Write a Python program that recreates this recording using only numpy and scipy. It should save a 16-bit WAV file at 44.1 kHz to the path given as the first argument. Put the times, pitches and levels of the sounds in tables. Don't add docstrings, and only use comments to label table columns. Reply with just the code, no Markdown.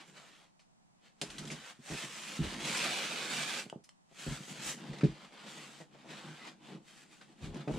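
import sys
import numpy as np
from scipy import signal
from scipy.fft import rfft, irfft, next_fast_len
from scipy.io import wavfile
from scipy.ndimage import uniform_filter1d, map_coordinates

SR = 44100
rng = np.random.default_rng(int(sys.argv[2]) if len(sys.argv) > 2 else 0)


def wrap_up_sound(samples):
    columns = np.atleast_2d(samples).T
    tamed = np.clip(columns, -1, 1)
    steps = np.round(tamed * 32767).astype(np.int16)
    wavfile.write(sys.argv[1], SR, steps)


N = 343098


def undb(db):
    return 10 ** (np.asarray(db) / 20)


def unit(x):
    return x / np.sqrt(np.mean(x ** 2))


def curve(points):
    return np.interp(np.arange(N) / SR, *np.transpose(points))


def colour(x, points):
    hz, db = np.transpose(points)
    size = next_fast_len(N + SR)
    log_hz = np.log(np.arange(size // 2 + 1) * SR / size + 1)
    spectrum = rfft(np.pad(x, (0, SR // 2), "reflect"), size)
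    return irfft(spectrum * undb(np.interp(log_hz, np.log(hz), db)), size)[:N]


def band(x, lo_hz, hi_hz):
    return signal.sosfilt(signal.butter(2, [lo_hz, hi_hz], "band", fs=SR, output="sos"), x)


def resonance(x, hz, width_hz):
    return signal.lfilter(*signal.iirpeak(hz, hz / width_hz, SR), x)


def add(track, start_s, sound, peak_db):
    i = int(start_s * SR)
    sound = sound[:N - i]
    track[i:i + len(sound)] += sound * undb(peak_db) / np.abs(sound).max()


def walk(per_s):
    hold = int(SR / per_s)
    steps = np.repeat(rng.standard_normal(N // hold + 1), hold)
    return unit(uniform_filter1d(steps, hold)[:N])


def slips(per_s, spread_db):
    slipping = rng.random(N) < per_s / SR
    return slipping * rng.standard_normal(N) * undb(spread_db * rng.exponential(size=N))


def stroke_gains():
    # start and length in seconds, hiss in dB, swell in dB, treble and drumming in dB over hiss.
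    strokes = [(0, 0.0072, -59, 5, -12, -11), (0.083, 0.017, -67.5, 1, 0, 4),
               (0.171, 0.27, -58.5, -7.5, -8.5, -8.5), (1.064, 0.029, -65.5, -4.5, -10.5, -4),
               (1.265, 0.27, -58.5, 1.5, -4.5, 5), (1.558, 0.15, -56.5, 3.5, -7.5, -17),
               (1.893, 0.16, -48.5, 1.5, -3, -14.5), (2.095, 0.278, -52, 2.5, -3, -5.5),
               (2.443, 0.18, -44.5, -5, -8, 1.5), (2.654, 0.19, -40, 2.5, -5, -7),
               (2.857, 0.409, -39, -3, -6.5, -10.5), (3.311, 0.29, -40.5, -2.5, -4.5, -9.5),
               (4.196, 0.17, -53, 3.5, -3, -7.5), (4.412, 0.11, -58.5, 7, -1.5, -3),
               (4.56, 0.07, -52.5, 3, -7.5, -2.5), (4.665, 0.047, -48.5, -0.5, 6, -2.5),
               (4.786, 0.21, -58, 2, -11.5, 7.5), (5.103, 0.15, -61, 4.5, -13.5, -6),
               (5.331, 0.14, -60, 6, -13.5, -5), (5.503, 0.31, -52, -8, -6, -2),
               (5.943, 0.094, -63.5, -2, -14, 4), (6.107, 0.4, -52.5, -8, -11.5, -1),
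               (6.435, 0.043, -57, 5.5, -13.5, -10), (6.65, 0.081, -60, 2.5, -12.5, 7),
               (6.883, 0.15, -63.5, -0.5, -3, -1), (7.122, 0.17, -62.5, -12.5, -3.5, 1.5),
               (7.28, 0.048, -72, 3.5, -10, 7.5), (7.448, 0.013, -53, 0, -9, 7.5),
               (7.564, 0.052, -56, 0.5, -14.5, 12), (7.72, 0.12, -56.5, 4.5, -6.5, 15)]
    start, length, hiss_db, swell_db, treble_db, drum_db = np.transpose(strokes)[:, :, None]
    rise_db_per_s, hiss_fall_db_per_s, drum_fall_db_per_s = 267, 277, 152
    t = np.arange(0, N, 64) / SR
    before, after = np.maximum(start - t, 0), np.maximum(t - start - length, 0)
    db = hiss_db + swell_db * np.clip((t - start) / length, 0, 1) - rise_db_per_s * before
    gains = []
    for over_db, fall in (0, hiss_fall_db_per_s), (treble_db, hiss_fall_db_per_s), (drum_db, drum_fall_db_per_s):
        each = undb(np.maximum(db - fall * after, -150) + over_db)
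        gains.append(np.interp(np.arange(N) / SR, t, np.linalg.norm(each, axis=0)))
    return gains


def wandering_contact(x, cell_hz, cell_s, spread_db):
    hz, s, spectra = signal.stft(x, SR, nperseg=1024)
    grid = np.meshgrid(hz / cell_hz, s / cell_s, indexing="ij")
    field = map_coordinates(rng.standard_normal((256, 256)), grid, order=1, mode="wrap")
    return signal.istft(spectra * undb(spread_db * field), SR, nperseg=1024)[1][:N]


def rubbing(flicker):
    # frequency in Hz, level in dB.
    foam_on_hand = [(210, -29), (350, -18.5), (520, -5), (572, -6.5), (3170, -7), (4420, -12), (7830, -9),
                    (9930, -21.5), (15500, -35)]
    foam_on_wood = [(210, -51), (350, -1.5), (997, -11.5), (1580, -3), (1820, -16), (2460, -3.5),
                    (7950, -10.5), (15500, -33.5)]
    # pitch in Hz, width in Hz, gain in dB.
    wall_modes = [(2360, 150, 8), (3630, 620, -9)]
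    # time in seconds, the bench's share of the rub from 0 to 1.
    slide = [(2.45, 0), (2.76, 0.2), (2.81, 0.62), (3.6, 0.37), (3.7, 0)]
    hiss, treble, _ = stroke_gains()
    beads = slips(per_s=12000, spread_db=-1.6) * flicker
    hand, bench = colour(beads, foam_on_hand), colour(beads, foam_on_wood)
    walls = sum(undb(db + 3 * walk(4.1)) * resonance(bench, hz, width) for hz, width, db in wall_modes)
    share = curve(slide)
    rub = (1 - share) * unit(hand) + share * unit(bench + walls)
    rub = wandering_contact(rub, cell_hz=110, cell_s=0.06, spread_db=3.2)
    dull, bright = colour(rub, [(4500, -1), (7000, -24.5)]), colour(rub, [(4000, -6), (6000, 2.5)])
    low_gain = (treble / hiss * undb(10.5)) ** -0.6
    dull += (low_gain - 1) * colour(dull, [(1200, 0), (2200, -30)])
    return hiss * unit(dull) + treble * unit(bright)


def box_ring(tilt_db, cut_order):
    # pitch in Hz, level in dB, seconds to fall 60 dB.
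    modes = [(147.5, -11, 0.18), (162, -1.5, 0.056), (207, -1, 0.11), (238.5, 5.5, 0.049), (318, 7, 0.038),
             (415, -5.5, 0.052), (508, -7.5, 0.029), (675, -2, 0.014), (823, -11, 0.033)]
    t = np.arange(SR // 4) / SR
    ring = np.zeros(len(t))
    for hz, db, t60 in modes:
        octaves = np.clip(np.log2(hz / 200), 0, 1.5)
        ring += undb(db + tilt_db * octaves) * np.sin(2 * np.pi * hz * t) * 1000. ** (-t / t60)
    return signal.sosfilt(signal.ellip(cut_order, 1, 45, 138, "high", fs=SR, output="sos"), ring)


def drumming(flicker):
    _, _, drum = stroke_gains()
    shake = slips(per_s=1500, spread_db=1) * flicker
    return drum * unit(signal.fftconvolve(shake, box_ring(tilt_db=1.5, cut_order=7))[:N])


def room_tone(level_db):
    # frequency in Hz, level in dB.
    workshop_air = [(25, 0), (64, -8.5), (186, 9), (450, -10), (749, 0), (1500, -11.5), (3500, -17.5),
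                    (8000, -16.5), (15000, -47)]
    return undb(level_db) * unit(colour(rng.standard_normal(N), workshop_air))


def finger_ticks():
    # start in seconds, peak in dB, centre in Hz, seconds to fall 60 dB, rise in ms.
    ticks = [(0.593, -55.5, 2690, 0.18, 1.1), (1.214, -24.5, 3270, 0.085, 0.91),
             (1.300, -37, 3460, 0.07, 4), (1.382, -32, 3380, 0.098, 0.52), (1.452, -40.5, 3300, 0.06, 1.1),
             (1.473, -37, 3410, 0.084, 1.2), (1.502, -34.5, 2350, 0.083, 0.99),
             (1.510, -34, 2980, 0.14, 3.9), (2.755, -29, 5300, 0.06, 23), (3.697, -36, 3100, 0.0092, 2.2),
             (3.837, -48.5, 5540, 0.099, 5.4), (3.89, -44.5, 3160, 0.01, 2), (4.836, -53, 1460, 0.055, 1.5),
             (4.930, -41, 2000, 0.07, 3.7), (4.984, -42.5, 2000, 0.03, 1.4),
             (5.008, -36.5, 1380, 0.099, 2.7), (5.034, -38.5, 1760, 0.27, 3), (7.210, -43, 1490, 0.1, 4),
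             (7.543, -44, 2500, 0.038, 1.1), (7.567, -47.5, 3230, 0.058, 1), (7.676, -40, 1160, 0.084, 3)]
    out, t = np.zeros(N), np.arange(SR // 6) / SR
    for start, peak_db, hz, t60, rise_ms in ticks:
        after = np.maximum(t - rise_ms / 1000, 0)
        noise = rng.standard_normal(len(t)) * np.minimum(t * 1000 / rise_ms, 1)
        crack = band(noise * 1000. ** (-after / min(t60, 0.027)), hz / 1.15, hz * 1.15)
        scatter = band(noise * 1000. ** (-after / max(t60, 0.01)), hz / 3.7, hz * 2.33)
        add(out, start, crack + undb(-6) * scatter, peak_db)
    return signal.sosfilt(signal.butter(3, 9500, fs=SR, output="sos"), out)


def knocks():
    # start in seconds, peak in dB, hardness in dB, bouncing time in ms.
    blows = [(1.216, -33.5, 1.5, 21), (1.38, -41, -19, 105), (1.509, -38, -7.5, 37), (1.789, -48, -17, 7.9),
             (1.9, -34.5, -5.5, 48), (2.036, -40, -8, 17), (2.389, -24, -21, 21.4), (2.447, -37, -3, 16),
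             (3.663, -42.5, -4, 3.5), (3.726, -31, 20, 1.7), (3.757, -36.5, -7, 0.84), (4.113, -54, 8, 13),
             (4.264, -30.5, -8.5, 20), (4.309, -30.5, -19, 18), (4.403, -41.5, -23, 2.2),
             (4.501, -39.5, -20, 17), (4.585, -43.5, -29, 11), (4.892, -33.5, -26, 10.6),
             (5.032, -13, -14, 16.4), (5.801, -41.5, 2, 22.4), (5.946, -48.5, 26, 13), (6.046, -47, 11, 17),
             (6.24, -43.5, -17.5, 120), (6.746, -41.5, -12.5, 23), (7.421, -38.5, -46, 25),
             (7.463, -38.5, -13, 46), (7.675, -26, -2.5, 35), (7.742, -39, -17, 14)]
    rebound_ms, jitter_ms = 6.5, 2.24
    out = np.zeros(N)
    for start, peak_db, hardness_db, bounce_ms in blows:
        ms = np.arange(16) * rebound_ms + jitter_ms * rng.random(16)
        rebounds = np.zeros(SR // 8)
        rebounds[(ms * SR / 1000).astype(int)] = np.clip((bounce_ms - ms) / rebound_ms + 1, 0, 1)
        contact = np.hanning(int(SR / 700 * undb(-hardness_db / 3)))
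        ring = box_ring(tilt_db=hardness_db + 18, cut_order=3)
        add(out, start, signal.fftconvolve(np.convolve(rebounds, contact), ring), peak_db)
    return out


def bench_jolts():
    # start in seconds, peak in dB, length in seconds.
    jolts = [(1.232, -56.5, 0.3), (1.898, -48, 0.048), (2.389, -35, 0.078), (2.52, -54, 0.12),
             (4.262, -38.5, 0.072), (4.642, -57, 0.06), (4.89, -53, 0.031), (5.041, -45, 0.069),
             (7.403, -42, .13), (7.706, -42, 0.065)]
    out = np.zeros(N)
    for start, peak_db, length in jolts:
        age = np.arange(SR) / SR / length
        shudder = rng.standard_normal(SR) * np.minimum(8 * age, 1) * np.exp(-age ** 3)
        add(out, start, band(shudder, lo_hz=34.6, hi_hz=93), peak_db)
    return out


def reflections(x, t60_s):
    t = np.arange(SR // 3) / SR
    tail = rng.standard_normal(len(t)) * 1000. ** (-t / t60_s)
    return signal.fftconvolve(x, tail / np.linalg.norm(tail))[:N]


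def scene():
    # frequency in Hz, gain of the side in dB.
    width = [(40, -4.5), (150, -14), (300, -19), (600, -9.5), (1200, -4), (2500, -11), (9000, -0.5)]
    # time in seconds, left minus right in dB.
    hand_position = [(2.2, -0.5), (3.6, -2), (4.2, 0.3)]
    rub_flicker, drum_flicker = undb(0.8 * walk(40)), undb(2 * walk(25))
    hits = knocks() + finger_ticks()
    mid = rubbing(rub_flicker) + drumming(drum_flicker) + bench_jolts() + hits
    mid += undb(-7) * reflections(hits, t60_s=0.19)
    side = rubbing(rub_flicker) + drumming(drum_flicker) + bench_jolts() + reflections(hits, t60_s=0.094)
    mid += room_tone(-74.5)
    side = colour(side, width) + room_tone(-69)
    pan_db = curve(hand_position)
    return np.array([(mid + side) * undb(pan_db / 2), (mid - side) * undb(-pan_db / 2)])


def record(dry):
    ports = dry + resonance(dry, hz=9880, width_hz=320)
    return signal.sosfilt(signal.ellip(10, 0.2, 80, 15550, fs=SR, output="sos"), ports)


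dry = scene()
out = record(dry)
wrap_up_sound(out)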